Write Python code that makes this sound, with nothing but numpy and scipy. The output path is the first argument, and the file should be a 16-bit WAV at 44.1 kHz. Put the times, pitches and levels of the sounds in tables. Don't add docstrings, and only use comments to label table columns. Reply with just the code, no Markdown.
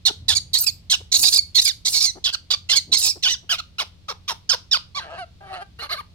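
import sys
import numpy as np
from scipy import signal
from scipy.fft import rfft, irfft, next_fast_len
from scipy.io import wavfile
from scipy.ndimage import uniform_filter1d, minimum_filter1d

SR = 44100
rng = np.random.default_rng(int(sys.argv[2]) if len(sys.argv) > 2 else 0)


def bounce(signal):
    frames = np.transpose(np.atleast_2d(signal))
    limited = np.clip(frames, -1, 1)
    pcm = np.round(limited * 32767).astype(np.int16)
    wavfile.write(sys.argv[1], SR, pcm)


N = 270774
TIME = np.arange(N) / SR
EDGE_HZ = 16100


def gain_of(db):
    return 10 ** (np.asarray(db) / 20)


def evened(x):
    return x / np.sqrt(np.mean(x ** 2) + 1e-20)


def read(points, hz):
    f, value = np.transpose(points)
    return np.interp(np.log(hz + 1), np.log(f + 1), value)


def add(mix, s, sound):
    part = mix[max(round(s * SR), 0):][:len(sound)]
    part += sound[:len(part)]


def shaped(x, response):
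    size = next_fast_len(x.shape[-1] + 2048)
    spectrum = rfft(x, size) * response(np.fft.rfftfreq(size, 1 / SR))
    return irfft(spectrum, size)[..., :x.shape[-1]]


def resonate(x, hz, width):
    b, a = signal.iirpeak(hz, hz / width, SR)
    return signal.lfilter(b, a, signal.lfilter(b, a, x))


def flutter(top_hz):
    return evened(shaped(rng.standard_normal(N), lambda f: 1 / (1 + (f / top_hz) ** 4)))


def per_cycle(turns, cycles):
    return np.interp(turns / max(cycles, 1), np.arange(N), rng.standard_normal(N))


# (frequency [Hz], level [dB])
FLOOR_COLOUR = [(25, -11), (65, 1), (170, -11.5), (270, -18), (1600, -33), (4200, -24.5), (7000, -38.5),
                (16000, -51)]
# (time [s], level [dB])
RUMBLE_SWELL = [(.08, -62), (.2, -39.5), (.46, -43), (.65, -48), (2.2, -59)]
HUM_HZ, HUM_DB, HUM_OCTAVE_DB = 87, -55, -7.5


def background(shared_hz=350, apart=0.67, floor_db=-53, rumble_hz=88, rumble_width_hz=50):
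    noise = rng.standard_normal((3, N))
    air = evened(shaped(noise, lambda f: gain_of(read(FLOOR_COLOUR, f))))
    low = shaped(air, lambda f: 1 / (1 + (f / shared_hz) ** 4))
    hiss = (air - low)[:2]
    floor = gain_of(floor_db) * (low[2] + apart * low[:2] + hiss)
    boom = evened(resonate(rng.standard_normal(N), rumble_hz, rumble_width_hz))
    rumble = boom * gain_of(np.interp(TIME, *np.transpose(RUMBLE_SWELL)))
    phase = 2 * np.pi * np.cumsum(HUM_HZ * (1 + 0.0088 * flutter(top_hz=6.3))) / SR
    hum = evened(np.sin(phase) + gain_of(HUM_OCTAVE_DB) * np.sin(2 * phase))
    return floor + rumble + gain_of(HUM_DB) * hum


def echoes(x, near_db=-14, near_s=0.032, tail_db=-22, tail_t60=.31):
    t = np.arange(SR // 2) / SR
    sparse = rng.random((2, len(t))) < 1500 / SR
    near = rng.standard_normal((2, len(t))) * sparse * np.exp(-t / near_s) * (t > .002)
    tail = rng.standard_normal((2, len(t))) * (t > .008) * np.exp(-np.log(1000) * t / tail_t60)
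    taps = (gain_of(near_db) * evened(near) + gain_of(tail_db) * evened(tail)) / np.sqrt(len(t))
    return signal.fftconvolve(x[None], taps, axes=1)[:, :N]


def scatter(x, count=8):
    strength, longest_s, changes_per_s = .22, .003, 35
    out = np.zeros((2, N))
    for port in out:
        for delay in rng.uniform(0, longest_s, count):
            port += strength * per_cycle(TIME * changes_per_s, 1) * np.roll(x, int(delay * SR))
    return out


# (frequency [Hz], left minus right [dB])
PORT_TILT = [(300, 2), (1300, 2.5), (2600, -4), (3200, -2), (4700, -11), (9000, 1.5), (12500, -3)]


def ports(x, lead=1.897, level_off_hz=1100):
    def response(f):
        ratio = gain_of(read(PORT_TILT, f))
        lag = np.exp(-1j * lead * np.tanh(f / level_off_hz))
        return np.array([ratio, lag]) * np.sqrt(2 / (1 + ratio ** 2))
    return shaped(x, response)


# (start [s], length [s], level [dB])
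CLOTH_SCUFFS = [(1.147, 0.15, -48.5), (2.863, 0.11, -44)]


def scuffs(low_hz=160, high_hz=230):
    def dull_band(f):
        return f ** 4 / (f ** 4 + low_hz ** 4) / (1 + (f / high_hz) ** 3)
    cloth = evened(shaped(rng.standard_normal(N), dull_band))
    puffs = 0
    for s, length, db in CLOTH_SCUFFS:
        puffs = puffs + gain_of(db) * np.sin(np.pi * np.clip((TIME - s) / length, 0, 1))
    return cloth * puffs


def note(length, hz, level_db, waver, count, slope_db=0):
    size = int(length * SR)
    turns = np.cumsum(hz * (1 + waver * flutter(top_hz=199.4)[:size])) / SR
    tone = sum(gain_of(slope_db * k) * np.sin(2 * np.pi * (k + 1) * turns) for k in range(count))
    return gain_of(level_db) * evened(tone * signal.windows.tukey(size, .5))


# (start [s], length [s], pitch [Hz], level [dB])
LOW_NOTES = [(0.095, 0.019, 458, -35), (1.001, .02, 427.5, -49), (2.149, 0.046, 346.8, -45),
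             (3.152, 0.033, 359, -48), (3.426, 0.027, 338, -57)]


def yelp_tail_and_grunts():
    out = np.zeros(N)
    for s, *low_note in LOW_NOTES:
        add(out, s, note(*low_note, waver=0.15, count=5, slope_db=-5.5))
    return out


# (length [s], pitch [Hz], level [dB])
BRIGHT_OVERTONE = (0.027, 13900, -19)
OVERTONE_S = .603


def overtone():
    out = np.zeros(N)
    add(out, OVERTONE_S, note(*BRIGHT_OVERTONE, waver=0.002, count=1))
    return out


CREAK_BELOW_HZ, CREAK_SHARE, CREAK_DEPTH = 1110, 0.45, 1.79


def creak(pitch, rough, waver=0.14):
    turns = np.cumsum(CREAK_SHARE * pitch * (1 + waver * flutter(top_hz=61.4))) / SR
    depth = CREAK_DEPTH * rough / (1 + (pitch / CREAK_BELOW_HZ) ** 10)
    return 1 + depth * np.cos(2 * np.pi * turns)


def slack_folds(pitch, rough):
    doubled_at, halves, jitter, flare, smear, air = .4, .7, .13, .7, .37, .7
    beat = np.cumsum(pitch) / SR
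    turns = np.cumsum(pitch * (1 + jitter * rough ** 2 * per_cycle(beat, 1.5))) / SR
    doubling, pulses = halves * np.minimum(rough / doubled_at, 1), 0
    for k in range(1, 29):
        level = (doubling if k % 2 else 1) * np.exp(flare * rough * per_cycle(beat, 10))
        pulses += level * np.cos(np.pi * k * turns + smear * k ** 2)
    return pulses * creak(pitch / 2, rough ** 2) + air * rough * rng.standard_normal(N)


# (centre [Hz], width [Hz], level with pursed lips [dB], level with open mouth [dB])
MOAN_RESONANCES = [(466, 105.3, -12, -5), (688, 390, 0.5, -9.5), (1219.2, 320, -4, -1.5),
                   (1560, 173, -5.5, 1), (2150, 260, -21.5, -3), (2810, 590, -17.5, -6.5),
                   (4180, 610, -26.5, 1), (10800, 2900, -35.5, -23)]
# (time [s], pitch [Hz], level [dB], roughness [0-1], mouth opening [0-1])
MOAN_CURVES = [
    [(5.003, 741.8, -37, .8, 0.68), (5.085, 600.8, -42.5, 0.7, 0.24), (5.14, 691, -34, 0.7, 0.08),
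     (5.172, 660.4, -41.5, 0.7, 0.37), (5.192, 785, -32, 0.17, 0.5), (5.245, 648.7, -39.5, 0, 0.34)],
    [(5.408, 800.7, -43.5, 0.6, 0), (5.49, 761.3, -44, 0.54, 0.21), (5.542, 736, -33, 0.71, 0.42),
     (5.6, 704.4, -38.5, 0.71, 0.34), (5.627, 817.1, -33, 0.42, .3), (5.64, 763, -53.5, 0.26, 0.5)],
    [(5.789, 916.1, -39, 0.6, 0.8), (5.843, 1173, -29, 0.68, 0.7), (5.872, 982.4, -42.5, 0.8, 0.6)],
    [(5.893, 1058, -33.5, 0.65, 0.91), (5.93, 1499, -20.5, 0.55, 1), (5.963, 973.2, -40, 0.5, 0.66),
     (5.994, 1239, -33, 0, 0.82), (6.013, 884.6, -34.5, 0.2, 0.11)],
]


def moans():
    s, *controls = np.vstack(MOAN_CURVES).T
    pitch, db, rough, opening = (np.interp(TIME, s, c) for c in controls)
    source = slack_folds(pitch, np.clip(rough, 0, 1))
    voice = 0
    for hz, width, shut, wide in MOAN_RESONANCES:
        voice = voice + gain_of(shut + (wide - shut) * opening) * resonate(source, hz, width)
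    sounding = sum(1. * (TIME > c[0][0]) * (TIME < c[-1][0]) for c in MOAN_CURVES)
    gate = uniform_filter1d(sounding, size=260)
    levelled = voice / np.sqrt(uniform_filter1d(voice ** 2, size=700))
    return levelled * gate * gain_of(db)


def moments(length, count=120):
    share = np.linspace(0, 1, count)
    return share * length, share


# (start [s], length [s], top pitch [Hz], bend of the arch [0-1], level [dB],
# roughness [0-1], tension [ratio], lips [ratio], ring [Hz])
SQUAWK_CALLS = [ (0.351, 0.036, 2333, 0.39, -14, 0.38, 0.86, 1.296, 3970),
                (2.328, 0.027, 1593, 0.56, -20, 0.35, 1.1, 1.19, 4527),
                (2.532, 0.019, 1203, 0.28, -19, 0.29, 1.426, 1.007, 4443),
                (3.583, 0.024, 1453, 0.5, -25.5, 0.25, 1.3, 0.92, 1364),
                (4.949, 0.054, 1169, 0.73, -24.5, 0.14, 0.65, 1.17, 4020)]
SQUAWK_CREST, SQUAWK_EDGE_DB = .35, -10


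def squawk(start, length, top_hz, bend, level_db, rough, *mouth):
    t, share = moments(length)
    pitch = top_hz * (1 - bend * (share - SQUAWK_CREST) ** 2)
    db = level_db + SQUAWK_EDGE_DB * (2 * share - 1) ** 2
    return np.array([start + t, pitch, db, np.full_like(t, rough)]), (*mouth, 1)


# (start [s], length [s], attack [s], top pitch [Hz], last pitch [Hz], level [dB],
# roughness [0-1], tension [ratio], lips [ratio], ring [Hz])
YELP_CALLS = [ (0.054, 0.041, 0.012, 2222, 1399, -10.5, 0.47, 1.13, 1.015, 4030),
              (0.284, 0.058, 0.0057, 2018, 1342, -12, 0.65, 1.056, 1.08, 4200),
              (0.665, 0.038, 0.003, 2742, 2099, -15.5, 0.27, 0.92, 1.19, 4350),
              (0.9, 0.056, 0.02, 2197, 1301, -12.5, 0.51, 1.06, 1.11, 3310),
              (2.242, 0.061, 0.011, 2163, 1025, -15.5, 0.6, 0.99, 1.056, 3450),
              (2.505, 0.031, 0.0088, 1500, 1245, -14, 0.82, 1.15, 0.98, 4366),
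              (3.494, 0.066, 0.024, 1697, 1101, -17, 0.42, 0.84, 1.096, 2750),
              (3.785, 0.047, 0.016, 1431, 804.2, -19.5, 0.48, 0.86, 1.035, 2741),
              (4.084, 0.044, 0.0093, 1293, 720.3, -25.5, 0.38, 0.82, 1.11, 1240),
              (4.28, 0.049, 0.011, 1240, 797.2, -20.5, 0.55, 1.14, 1.13, 1140),
              (4.493, 0.059, 0.0059, 1736, 896, -13, 0.4, 1.097, 1.11, 5300),
              (4.714, 0.06, 0.015, 1929, 956, -13, 0.3, 1.03, 1.024, 5200)]
YELP_ONSET_DB, YELP_FADE_DB, YELP_FADE_CURVE = -7, -12, 1.35
YELP_HOOK, YELP_CREST = .12, .55
YELP_SLIDE_CURVE, YELP_FRAY = .8, .45
YELP_GLIDE = .85


def yelp(start, length, attack, top_hz, last_hz, level_db, rough, *mouth):
    t, share = moments(length)
    spent = np.clip((t - attack) / (length - attack), 0, 1)
    onset_db = YELP_ONSET_DB * np.maximum(1 - t / attack, 0)
    db = level_db + onset_db + YELP_FADE_DB * spent ** YELP_FADE_CURVE
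    crest = YELP_CREST * attack
    hook = YELP_HOOK * np.maximum(1 - t / crest, 0) ** 2
    slide = np.clip((t - crest) / (length - crest), 0, 1) ** YELP_SLIDE_CURVE
    pitch = top_hz * (1 - hook) + (last_hz - top_hz) * slide
    return np.array([start + t, pitch, db, rough * (1 + YELP_FRAY * (share - .5))]), (*mouth, YELP_GLIDE)


# (start [s], length [s], release [s], first pitch [Hz], late pitch [Hz], drop [0-1], level [dB],
# level change as it tires [dB], roughness [0-1], tension [ratio], lips [ratio], ring [Hz], ring glide [ratio])
SCREAM_CALLS = [ (0.534, 0.117, 0.006, 2250, 2394, 0.02, -10.5, -10, 0.6, 1.107, 1.114, 4040, 1.07),
                (1.118, 0.28, 0.022, 2108, 2454, 0.09, -12, -2, 0.71, 0.99, 1.054, 3947, 1.147),
                (1.548, 0.17, 0.037, 2120, 2341, 0.38, -12.5, -3.5, 0.5, 1.082, 1.006, 3780, 1.25),
                (1.85, 0.26, 0.064, 2104, 2316, 0.17, -16.5, 1, 0.66, 0.94, 1.143, 4020, 1.39),
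                (2.691, 0.109, 0.0247, 2060, 2265, 0.16, -15, 1.5, 0.58, 0.91, 1.075, 2976, 1.6),
                (2.919, 0.21, 0.028, 2021, 2689, 0.17, -10.5, -8, 0.71, 0.87, 1.137, 3950, 1.33),
                (3.226, 0.13, 0.024, 2030, 1983, 0.29, -18, -3.5, 0.45, 1.034, 0.96, 2841, 2.07)]
# (time [s], half width [s], pitch [Hz], level change [dB])
THROAT_SQUEEZES = [(0.613, 0.026, 3199, -10), (1.135, 0.0031, 2293, -9.5), (1.183, 0.0085, 3198, -15),
                   (1.211, 0.016, 3920, -10), (1.309, 0.016, 3293, -14), (1.611, 0.0064, 2750, -17),
                   (1.637, 0.013, 3160, -15.5), (1.913, 0.02, 3210, -14), (1.999, 0.0061, 2520, -10.5),
                   (2.75, 0.0086, 1821, -9), (3.003, 0.03, 3095, -8.5)]
# (time [s], half width [s], pitch [Hz], level change [dB], roughness [0-1])
VOICE_CLEARINGS = [(0.562, 0.016, 1856, -3, 0.4), (1.394, 0.0059, 2200, 17.5, 0.08),
                   (1.59, 0.012, 1853, 5.5, 0.24), (2.737, 0.013, 1589, -1.5, 0.5),
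                   (2.964, 0.0065, 2070, -6, 0.2), (3.267, 0.023, 1480, 3.5, 0.36)]
SCREAM_ATTACK_S, SCREAM_ONSET_DB, SCREAM_RELEASE_DB, RELEASE_ROUGH = 0.0086, -14.5, -17.5, .12


def scream(start, length, release, first_hz, late_hz, drop, level_db, tiring_db, rough, *mouth):
    t, share = moments(length)
    held = np.minimum(t / (length - release), 1)
    letting_go = np.clip((t - length) / release + 1, 0, 1)
    pitch = (first_hz + (late_hz - first_hz) * held) * (1 - drop * letting_go)
    onset_db = SCREAM_ONSET_DB * np.maximum(1 - t / SCREAM_ATTACK_S, 0)
    db = level_db + onset_db + tiring_db * held + SCREAM_RELEASE_DB * letting_go ** 2
    rough = rough + (RELEASE_ROUGH - rough) * np.minimum(2 * letting_go, 1)
    for s, width, hz, choke_db in THROAT_SQUEEZES:
        grip = np.exp(-((start + t - s) / width) ** 2)
        pitch, db = pitch + (hz - pitch) * grip, db + choke_db * grip
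    for s, width, hz, lift_db, clear in VOICE_CLEARINGS:
        lock = np.exp(-((start + t - s) / width) ** 2)
        pitch, db = pitch + (hz - pitch) * lock, db + lift_db * lock
        rough = rough + (clear - rough) * np.minimum(2 * lock, 1)
    return np.array([start + t, pitch, db, rough]), mouth


def calls():
    every = [yelp(*row) for row in YELP_CALLS]
    every += [squawk(*row) for row in SQUAWK_CALLS]
    every += [scream(*row) for row in SCREAM_CALLS]
    return sorted(every, key=lambda call: call[0][0, 0])


def folds(pitch, rough, soft_hz=5500, air=.36, air_hz=900):
    jitter, lurch, shimmer, splitting, smear = .075, .09, .65, 1.45, .5
    beat = np.cumsum(pitch) / SR
    wander = jitter * per_cycle(beat, 2) + lurch * rough * per_cycle(beat, 10)
    turns = np.cumsum(pitch * (1 + rough * wander)) / SR
    turn, partial, pulses = np.exp(2j * np.pi * turns), 1, np.zeros(N)
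    for k in range(1, 21):
        partial = partial * turn
        closure = rough + (1 - rough) / (1 + (k * pitch / soft_hz) ** 4)
        flare = np.exp(0.92 * rough * per_cycle(beat, 20))
        wave = (partial * np.exp(1j * smear * k ** 2)).real
        pulses += wave * closure * (k * pitch < EDGE_HZ) * flare
    groups = sum(per_cycle(beat, 20) * np.cos(2 * np.pi * turns / size) for size in (2, 3))
    unevenness = shimmer * per_cycle(beat, 1) + splitting * groups
    pulses *= np.sqrt(2 * pitch / EDGE_HZ) * (1 + rough * unevenness)
    breath = rng.standard_normal(N) * (1 + .5 * turn.real)
    rush = shaped(breath, lambda f: f / np.hypot(f, air_hz))
    return (1 - rough) * pulses + air * rough * rush


# (frequency [Hz], whine level [dB], yelp level [dB], shriek level [dB], squeal level [dB])
THROAT_COLOUR = [(297, -6.5, -10, -12, -10), (658.2, 0.5, -10, -10, -16), (1340.8, -9.5, 0, -26.5, -22),
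                 (1890, -9, -12, -16, -29), (2786, -9.5, 1.5, -9, -25), (3660, -6.5, 3.5, 2, -24),
                 (4230, -10, -3, 2, -2.5), (4660, -7, 4.5, 0.5, -9.5), (6780, -19, -14.5, -3.5, 0.5),
                 (10200, -27, -16, -24.5, -3), (15700, -32.5, -22, -27, -13)]
RING_DB, RING_OCTAVES = 9.5, 0.19
LOW_CUT_HZ = 220


def throat_db(hz, register, lips, ring_hz):
    ring = RING_DB * np.exp(-(np.log2((hz + 1) / ring_hz) / RING_OCTAVES) ** 2)
    no_bass = -10 * np.log10(1 + (LOW_CUT_HZ / (hz + 1)) ** 6)
    return read(np.array(THROAT_COLOUR)[:, [0, register + 1]], hz / lips) + ring + no_bass


REGISTER_PITCHES = [636, 1380, 1942, 3070]


def cries():
    edge_s = .003
    every = calls()
    s, hz, db, rough = np.hstack([course for course, mouth in every])
    s = np.maximum.accumulate(s)
    pitch, level_db, rough = (np.interp(TIME, s, c) for c in (hz, db, np.clip(rough, 0, 1)))
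    source, out = folds(pitch, rough) * creak(pitch, rough), np.zeros(N)

    def through_throat(sound, register, lips, ring_hz):
        return shaped(sound, lambda f: gain_of(throat_db(f, register, lips, ring_hz)))

    for course, (tension, lips, ring_hz, glide) in every:
        start, end = course[0, 0], course[0, -1]
        on = (TIME > start - edge_s) & (TIME < end + edge_s)
        voice = 0
        for k, share in enumerate(np.eye(len(REGISTER_PITCHES))):
            early = through_throat(source[on], k, lips, ring_hz)
            late = through_throat(source[on], k, lips, ring_hz * glide)
            coloured = early + (late - early) * np.linspace(0, 1, len(early))
            voice = voice + np.interp(tension * pitch[on], REGISTER_PITCHES, share) * coloured
        voice /= np.sqrt(uniform_filter1d(voice ** 2, size=700))
        from_edge = np.minimum(TIME[on] - start, end - TIME[on])
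        opening = np.clip((from_edge + edge_s) / edge_s, 0, 1)
        out[on] += voice * opening ** 2 * gain_of(level_db[on])
    return out


def monkey():
    return cries() + moans() + yelp_tail_and_grunts() + overtone()


def scene():
    voice = monkey()
    return ports(voice + scatter(voice)) + echoes(voice) + background() + scuffs()


def record(dry):
    ceiling, hold = .9, 100
    room = ceiling / np.maximum(abs(dry).max(0), ceiling)
    limited = dry * uniform_filter1d(minimum_filter1d(room, 2 * hold), hold)
    band = signal.firwin(255, EDGE_HZ, window="blackman", fs=SR)
    return signal.oaconvolve(limited, band[None], "same")


dry = scene()
out = record(dry)
bounce(out)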